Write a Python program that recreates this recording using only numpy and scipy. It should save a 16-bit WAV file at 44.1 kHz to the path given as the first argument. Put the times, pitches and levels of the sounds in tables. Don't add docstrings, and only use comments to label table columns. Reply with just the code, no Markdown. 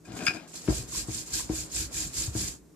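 import sys
import numpy as np
from scipy import signal
from scipy.fft import rfft, irfft
from scipy.io import wavfile
from scipy.ndimage import uniform_filter1d

SR = 44100
rng = np.random.default_rng(int(sys.argv[2]) if len(sys.argv) > 2 else 0)


def log_audio(samples):
    frames = np.atleast_2d(samples).T
    limited = np.clip(frames, -1, 1)
    pcm = np.round(limited * 32767).astype(np.int16)
    wavfile.write(sys.argv[1], SR, pcm)


def gain_from_db(level_db):
    decades = np.asarray(level_db, float) / 20
    return 10 ** decades


N = 121275

# pitch_hz, density_db [dB per Hz]
ROOM_TONE_SPECTRUM = [(18, -42.5), (30, -7.5), (311, 2), (786, -16), (1100, -17), (3230, -28.5),
                      (7170, -20.5), (11100, -29), (14000, -29)]
# pitch_hz, level_db
FRIDGE_LINES = [(58, -73), (162, -64.5), (310, -68.5)]
# time_s, level_db
DRAG_LEVEL = [(0.03, -63), (0.09, -43), (0.236, -35.5), (0.268, -41), (0.288, -48), (0.302, -35),
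              (0.474, -50.5), (0.506, -53.5), (0.52, -47)]
# pitch_hz, density_db [dB per Hz]
DRAG_SPECTRUM = [(35, -54.5), (60, -18.5), (265, 1.5), (544, -13.5), (697, -7.5), (934, -19.5),
                 (2510, -21.5), (7240, -27), (13000, -53.5)]
# pitch_hz, level_db, t60_s
DRAG_MODES = [(1666, -1, .06), (2436, -7, 0.08), (5030, -7.5, .04)]
# fastest_s, rub_level_db, speeding_up_s, slowing_down_s, rumble_level_db
PALM_STROKES = [(0.573, -48, 0.03, 0.029, -70), (0.659, -47, 0.027, 0.022, -62),
                (0.748, -35.5, 0.039, 0.057, -33), (.9, -46.5, 0.02, 0.028, -43.5),
                (0.972, -31.5, 0.031, 0.041, -41.5), (1.163, -35.5, 0.053, 0.051, -42.5),
                (1.28, -47.5, 0.01, 0.032, -61), (1.358, -29.5, 0.025, 0.054, -41),
                (1.578, -35, 0.048, 0.051, -36.5), (1.792, -30.5, .045, 0.045, -39.5),
                (1.982, -32, 0.036, 0.067, -35.5), (2.193, -31, 0.038, 0.061, -38.5),
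                (2.402, -32, 0.038, 0.077, -35)]
# start_s, level_db, fade_t60_s
FINGER_SLIDES = [(.048, -56, 0.33), (.1176, -53, 0.39), (.152, -50, .12), (0.165, -42.5, 0.3),
                 (0.234, -47.5, 0.25), (.2513, -37.5, 0.24), (.3356, -52, 0.29), (0.475, -53, 1),
                 (0.537, -50, 0.16), (0.553, -43, 0.14), (1.259, -49.5, 0.25)]
# pitch_hz, density_db [dB per Hz]
RUB_SPECTRUM = [(500, -51), (1100, -24), (2000, -19), (4000, -13.5), (6200, -7.5), (9000, -12.5),
                (12000, -17.5), (14800, -25)]
# pitch_hz, width_hz, level_db
RUB_RESONANCES = [(1640, 110, -19), (2460, 140, -15), (4300, 600, -15), (5050, 800, -5), (7000, 700, 0),
                  (7600, 900, -1)]
# start_s, level_db, damping_factor, favoured_pitch_hz [set by the struck spot]
PIN_CLACKS = [(.051, -48, .8, 1510), (.119, -42, 5, 1600), (.191, -31.5, 9, 2420), (.208, -32, 7, 1892),
              (.2662, -14.5, 1.9, 3430), (.268, -14.5, 3, 1680), (.2735, -22.5, 1.1, 2410),
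              (.2815, -25.5, 1.2, 5000), (.288, -24, 0.56, 2470), (.3356, -25.5, 5, 2420),
              (.347, -23, 5.8, 4000), (.534, -34.5, 7.7, 3000)]
# pitch_hz, level_db, t60_s
PIN_MODES = [(1387, -8.5, 0.082), (1545, -7.5, 0.05), (1641, -3, 0.11), (1690, -7, 0.045),
             (2342, -6.5, 0.06), (2408, -6.5, 0.11), (2462, -0.5, 0.12), (3534, -11, 0.035),
             (4880, -3, 0.043), (5040, -5.5, 0.042), (6260, -17.5, 0.02), (7300, -18, 0.037),
             (8300, -15, .02), (9700, -18.5, 0.045)]
# start_s, level_db, press_and_rebound_ms
BOARD_KNOCKS = [(.084, -37.5, 4.6), (.119, -33.5, 1.8), (.138, -31.5, 3.7), (.103, -36, 3.6),
                (.185, -42.5, 3), (.226, -39, 3.8), (.283, -30.5, 4.6), (.343, -36, 3.3),
                (.543, -38.5, 0.97), (.6775, -27, 0.89), (.6845, -11.5, 2.66), (.694, -19, 13),
                (1.084, -25.5, 3.5), (1.09, -33, 8.8), (1.4915, -52, 0.17), (1.4975, -18, 2.6),
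                (1.505, -32, 16.4), (1.532, -29, 2.4), (2.277, -26, 10.3), (2.3515, -22.5, 2.1),
                (2.358, -25, 7.4)]
# pitch_hz, level_db, t60_s
BOARD_MODES = [(62.3, -9, 0.088), (125, -3, 0.072), (176, -8, 0.054), (223.6, -10, 0.095), (315, -2, 0.085),
               (365, -13, 0.09), (459, -12.5, 0.06), (606, -13.5, 0.035), (700, -15.5, 0.04),
               (834, -15.5, 0.051), (1110, -19, .03)]
# start_s, level_db, pitch_hz, t60_s
WOOD_TICKS = [(.678, -34.5, 3020, .006), (.679, -31.5, 1530, 0.0096), (.682, -36, 2310, 0.0092),
              (.725, -31.5, 620, 0.032), (.925, -40.5, 1110, 0.025), (.95, -38.5, 1060, 0.036),
              (1.082, -42.5, 1090, 0.014), (1.305, -45, 2080, .012), (1.393, -40, 1000, .012),
              (1.397, -38.5, 1055, 0.02), (1.397, -36, 1950, .015), (1.406, -37.5, 1070, 0.014),
              (1.493, -41, 2300, 0.0087), (1.494, -36, 900, 0.011), (1.26, -48, 7200, .01),
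              (.1195, -43, 2600, .008), (.209, -40.5, 1700, .01), (1.766, -35, 2480, 0.018),
              (1.912, -47, 945, 0.016), (2.035, -37, 1990, 0.014), (2.35, -43, 1520, 0.01)]
# pitch_hz, density_db [dB per Hz]
PALM_CONTACT_SPECTRUM = [(60, -6.5), (250, 4), (700, -10), (1200, -10.5), (3000, -20), (7200, -29.5),
                         (14000, -36.5)]
# start_s, level_db, pitch_hz
DOUGH_LUMPS = [(.54, -52, 60), (0.956, -38, 62.5), (1.02, -40, 58), (1.091, -34.5, 70), (1.311, -37, 60.5),
               (1.42, -37.5, 60), (1.532, -31.5, 60), (1.736, -36, 67.6), (1.788, -33.5, 72),
               (1.84, -35, 60), (1.945, -37, 64), (2.03, -38, 56.5), (2.169, -30.5, 63.4),
               (1.979, -41, 121.5), (2.281, -28, 70), (2.6, -54, 60), (2.421, -34, 65), (2.49, -39, 65)]
# pitch_hz, difference_db
PORTS_FOR_PALMS = [(60, -2), (110, 4), (200, 2.5), (370, 3.5), (680, 6.5), (1260, 1.5), (2310, 5.5),
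                   (4240, 7.5), (7790, -7), (14300, -2)]
# pitch_hz, difference_db
PORTS_FOR_PIN = [(60, -6.5), (110, -0.5), (200, 6.5), (370, 2.5), (680, 11), (1260, 14), (2310, 5),
                 (4240, 8.5), (7790, 8), (14300, 18)]


def level(x, db):
    return x * gain_from_db(db) / np.sqrt(np.mean(x ** 2))


def shape(table):
    hz = np.maximum(np.arange(N // 2 + 1) * SR / N, 5)
    points = np.array(table)
    return np.interp(np.log(hz), np.log(points[:, 0]), points[:, 1])


def colour(x, table):
    return level(irfft(rfft(x) * gain_from_db(shape(table)), N), 0)


def mode(x, hz, t60):
    pole = np.exp((2j * np.pi * hz - np.log(1000) / t60) / SR)
    return signal.lfilter([1], [1, -pole], x).imag


def walk(rate):
    k = int(SR / rate)
    steps = np.repeat(rng.standard_normal(N // k + 1), k)
    smooth = uniform_filter1d(uniform_filter1d(steps, k), k)
    return level(smooth[:N], 0)


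def pair(alike):
    shared, opposed = rng.standard_normal((2, N))
    c = np.clip(alike, 0, 1)
    return np.sqrt((1 + c) / 2) * shared + np.sqrt((1 - c) / 2) * opposed * np.array([[1], [-1]])


def speed(column):
    t = np.arange(N) / SR
    flatness = 2.3
    out = 0
    for row in PALM_STROKES:
        spread = np.where(t < row[0], row[2], row[3])
        out = out + gain_from_db(row[column]) * np.exp(-.5 * np.abs((t - row[0]) / spread) ** flatness)
    return out


def fade(t, start_s, level_db, t60_s):
    return gain_from_db(level_db - 60 * np.maximum(t - start_s, 0) / t60_s)


def hits(rows, modes, push, sign=-1):
    scatter_db, spot_db_per_octave = 3, -8
    out = np.zeros(N)
    chance = rng.standard_normal((len(rows), 16))
    for (start_s, level_db, how, *spot), share in zip(rows, chance):
        force, damping = push(how)
        x = np.zeros(SR // 2)
        x[:len(force)] = force
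        y = 0
        for k, (hz, mode_db, t60) in enumerate(modes):
            spot_db = sum(spot_db_per_octave * abs(np.log2(hz / f)) for f in spot)
            gain = sign ** k * gain_from_db(mode_db + scatter_db * share[k] + spot_db)
            y = y + gain * mode(x, hz, t60 / damping)
        i = int(start_s * SR)
        y = y[:N - i]
        out[i:i + len(y)] += y * gain_from_db(level_db) / np.abs(y).max()
    return out


def bursts(rows, t60, low_hz, high_hz):
    t = np.arange(N) / SR
    env = sum(fade(t, start_s, db, t60) * (t >= start_s) for start_s, db, *_ in rows)
    band = signal.butter(2, [low_hz, high_hz], "band", fs=SR, output="sos")
    return env * level(signal.sosfilt(band, rng.standard_normal(N)), 0)


def small(rows, push_s):
    out = np.zeros(N)
    push = np.r_[np.hanning(max(int(push_s * SR), 3)), np.zeros(SR // 4)]
    for start_s, level_db, hz, t60 in rows:
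        y = mode(push, hz, t60)
        i = int(start_s * SR)
        out[i:i + len(y)] += (y * gain_from_db(level_db) / np.abs(y).max())[:N - i]
    return out


def kitchen():
    t = np.arange(N) / SR
    hum = sum(gain_from_db(db + 6.5 + 2 * walk(12)) * np.sin(2 * np.pi * hz * t) for hz, db in FRIDGE_LINES)
    return colour(pair(0.44), ROOM_TONE_SPECTRUM) * gain_from_db(-57.5) + hum


def drag():
    t = np.arange(N) / SR
    roughness = rng.standard_normal(N)
    hum = sum(gain_from_db(db) * mode(roughness, hz, t60) for hz, db, t60 in DRAG_MODES)
    scrape = colour(roughness, DRAG_SPECTRUM) + level(hum, -16.5)
    path_db = np.interp(t, *np.array(DRAG_LEVEL).T, left=-90, right=-90)
    return scrape * gain_from_db(path_db - 3.5 + 2.0 * walk(69.75))


def slip():
    grains_per_s, scatter_db = 14000, 2
    noise = pair(0.18)
    slips = rng.random(N) < grains_per_s / SR
    return noise * slips * gain_from_db(scatter_db * rng.exponential(size=N))


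def rub():
    t = np.arange(N) / SR
    wood = 0
    for hz, width_hz, db in RUB_RESONANCES:
        t60 = 1.254 / width_hz
        band = mode(mode(slip(), hz, t60), hz, t60)
        wood = wood + level(band, db + 3.5 * walk(150))
    catch_s = 0.0029
    slides = sum(fade(t, *row) * np.clip((t - row[0]) / catch_s, 0, 1) for row in FINGER_SLIDES)
    friction = level(colour(slip(), RUB_SPECTRUM) + level(wood, 1.5), 0)
    return friction * (speed(column=1) + slides)


def clacks():
    t = np.arange(N) / SR
    grip_s, grip_db = .299, -11
    chatter = bursts(PIN_CLACKS, 0.17, 1590, 6600) * gain_from_db(6.2 * walk(400))
    rattle = sum(gain_from_db(db) * mode(chatter, hz, t60 / 5) for hz, db, t60 in PIN_MODES)
    ring = hits(PIN_CLACKS, PIN_MODES, lambda damping: (np.array([1, 1, -1, -1]), damping))
    crack = gain_from_db(-25.5) * bursts(PIN_CLACKS, 0.076, 870, 5400)
    grip = gain_from_db(grip_db * np.clip((t - grip_s) * 400, 0, 1))
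    return (ring + crack + gain_from_db(-44) * rattle) * grip


def press(ms):
    return np.gradient(np.hanning(max(int(ms * SR / 1000), 8))), 1


def knocks():
    blow = hits(BOARD_KNOCKS, BOARD_MODES, press, sign=1)
    return signal.lfilter(*signal.butter(1, 535, fs=SR), blow) * gain_from_db(1.5)


def thuds():
    return gain_from_db(-21.5) * bursts(BOARD_KNOCKS, 0.16, 130, 980) * np.array([[1], [-.3]])


def ticks():
    return small(WOOD_TICKS, push_s=0.00021)


def rest():
    t = np.arange(N) / SR
    from_s, to_s = .535, 2.55
    gate = np.clip((t - from_s) / 0.0035, 0, 1) * np.clip((to_s - t) / 0.019 + 1, 0, 1)
    return colour(pair(0.56), PALM_CONTACT_SPECTRUM) * gain_from_db(-52.5 + 1.5 * walk(29.89)) * gate


def lumps():
    return small([(*row, 0.17) for row in DOUGH_LUMPS], push_s=0.011)


def rumble():
    tilt_db_per_octave = -6
    motion = speed(column=4)
    load = pair(0.95) * gain_from_db(2.5 * walk(40)) * (motion + 1e-6)
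    out = 0
    for hz, db, t60 in BOARD_MODES:
        out = out + gain_from_db(db + tilt_db_per_octave * np.log2(hz / 60)) * mode(load, hz, t60)
    return level(out, -2) * np.sqrt(np.mean(motion ** 2))


def ports(x, lag, table):
    side = np.array([[.5], [-.5]])
    delay = np.exp(-2j * np.pi * np.arange(N // 2 + 1) / N * lag * side)
    return irfft(rfft(x * np.ones((2, 1))) * gain_from_db(shape(table) * side) * delay, N)


def room(near):
    t = np.arange(SR // 2) / SR
    noise = rng.standard_normal((2, len(t)))
    tail = signal.lfilter(*signal.butter(2, 450, "high", fs=SR), noise)
    tail = tail * gain_from_db(-60 * t / 0.15) * (t > .002)
    tail = tail * gain_from_db(-5) / np.sqrt(np.sum(tail ** 2) / 2)
    return signal.fftconvolve(near.mean(axis=0)[None], tail, axes=1)[:, :N]


def scene():
    palms = rub()
    board = knocks() + rumble() + ticks() + lumps() + thuds()
    near = ports(palms + board + rest(), 3.75, PORTS_FOR_PALMS)
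    near = near + ports(clacks() + drag(), -2.7, PORTS_FOR_PIN)
    return near + room(near) + kitchen()


def band_limit(x):
    return signal.sosfilt(signal.butter(12, 14920, fs=SR, output="sos"), x)


def record(dry):
    bass_cut = signal.butter(4, 48, "high", fs=SR, output="sos")
    top_cut = signal.ellip(8, .2, 70, 14560, fs=SR, output="sos")
    mix = signal.sosfilt(top_cut, signal.sosfilt(bass_cut, dry))
    return band_limit(mix)


dry = scene()
out = record(dry)
log_audio(out)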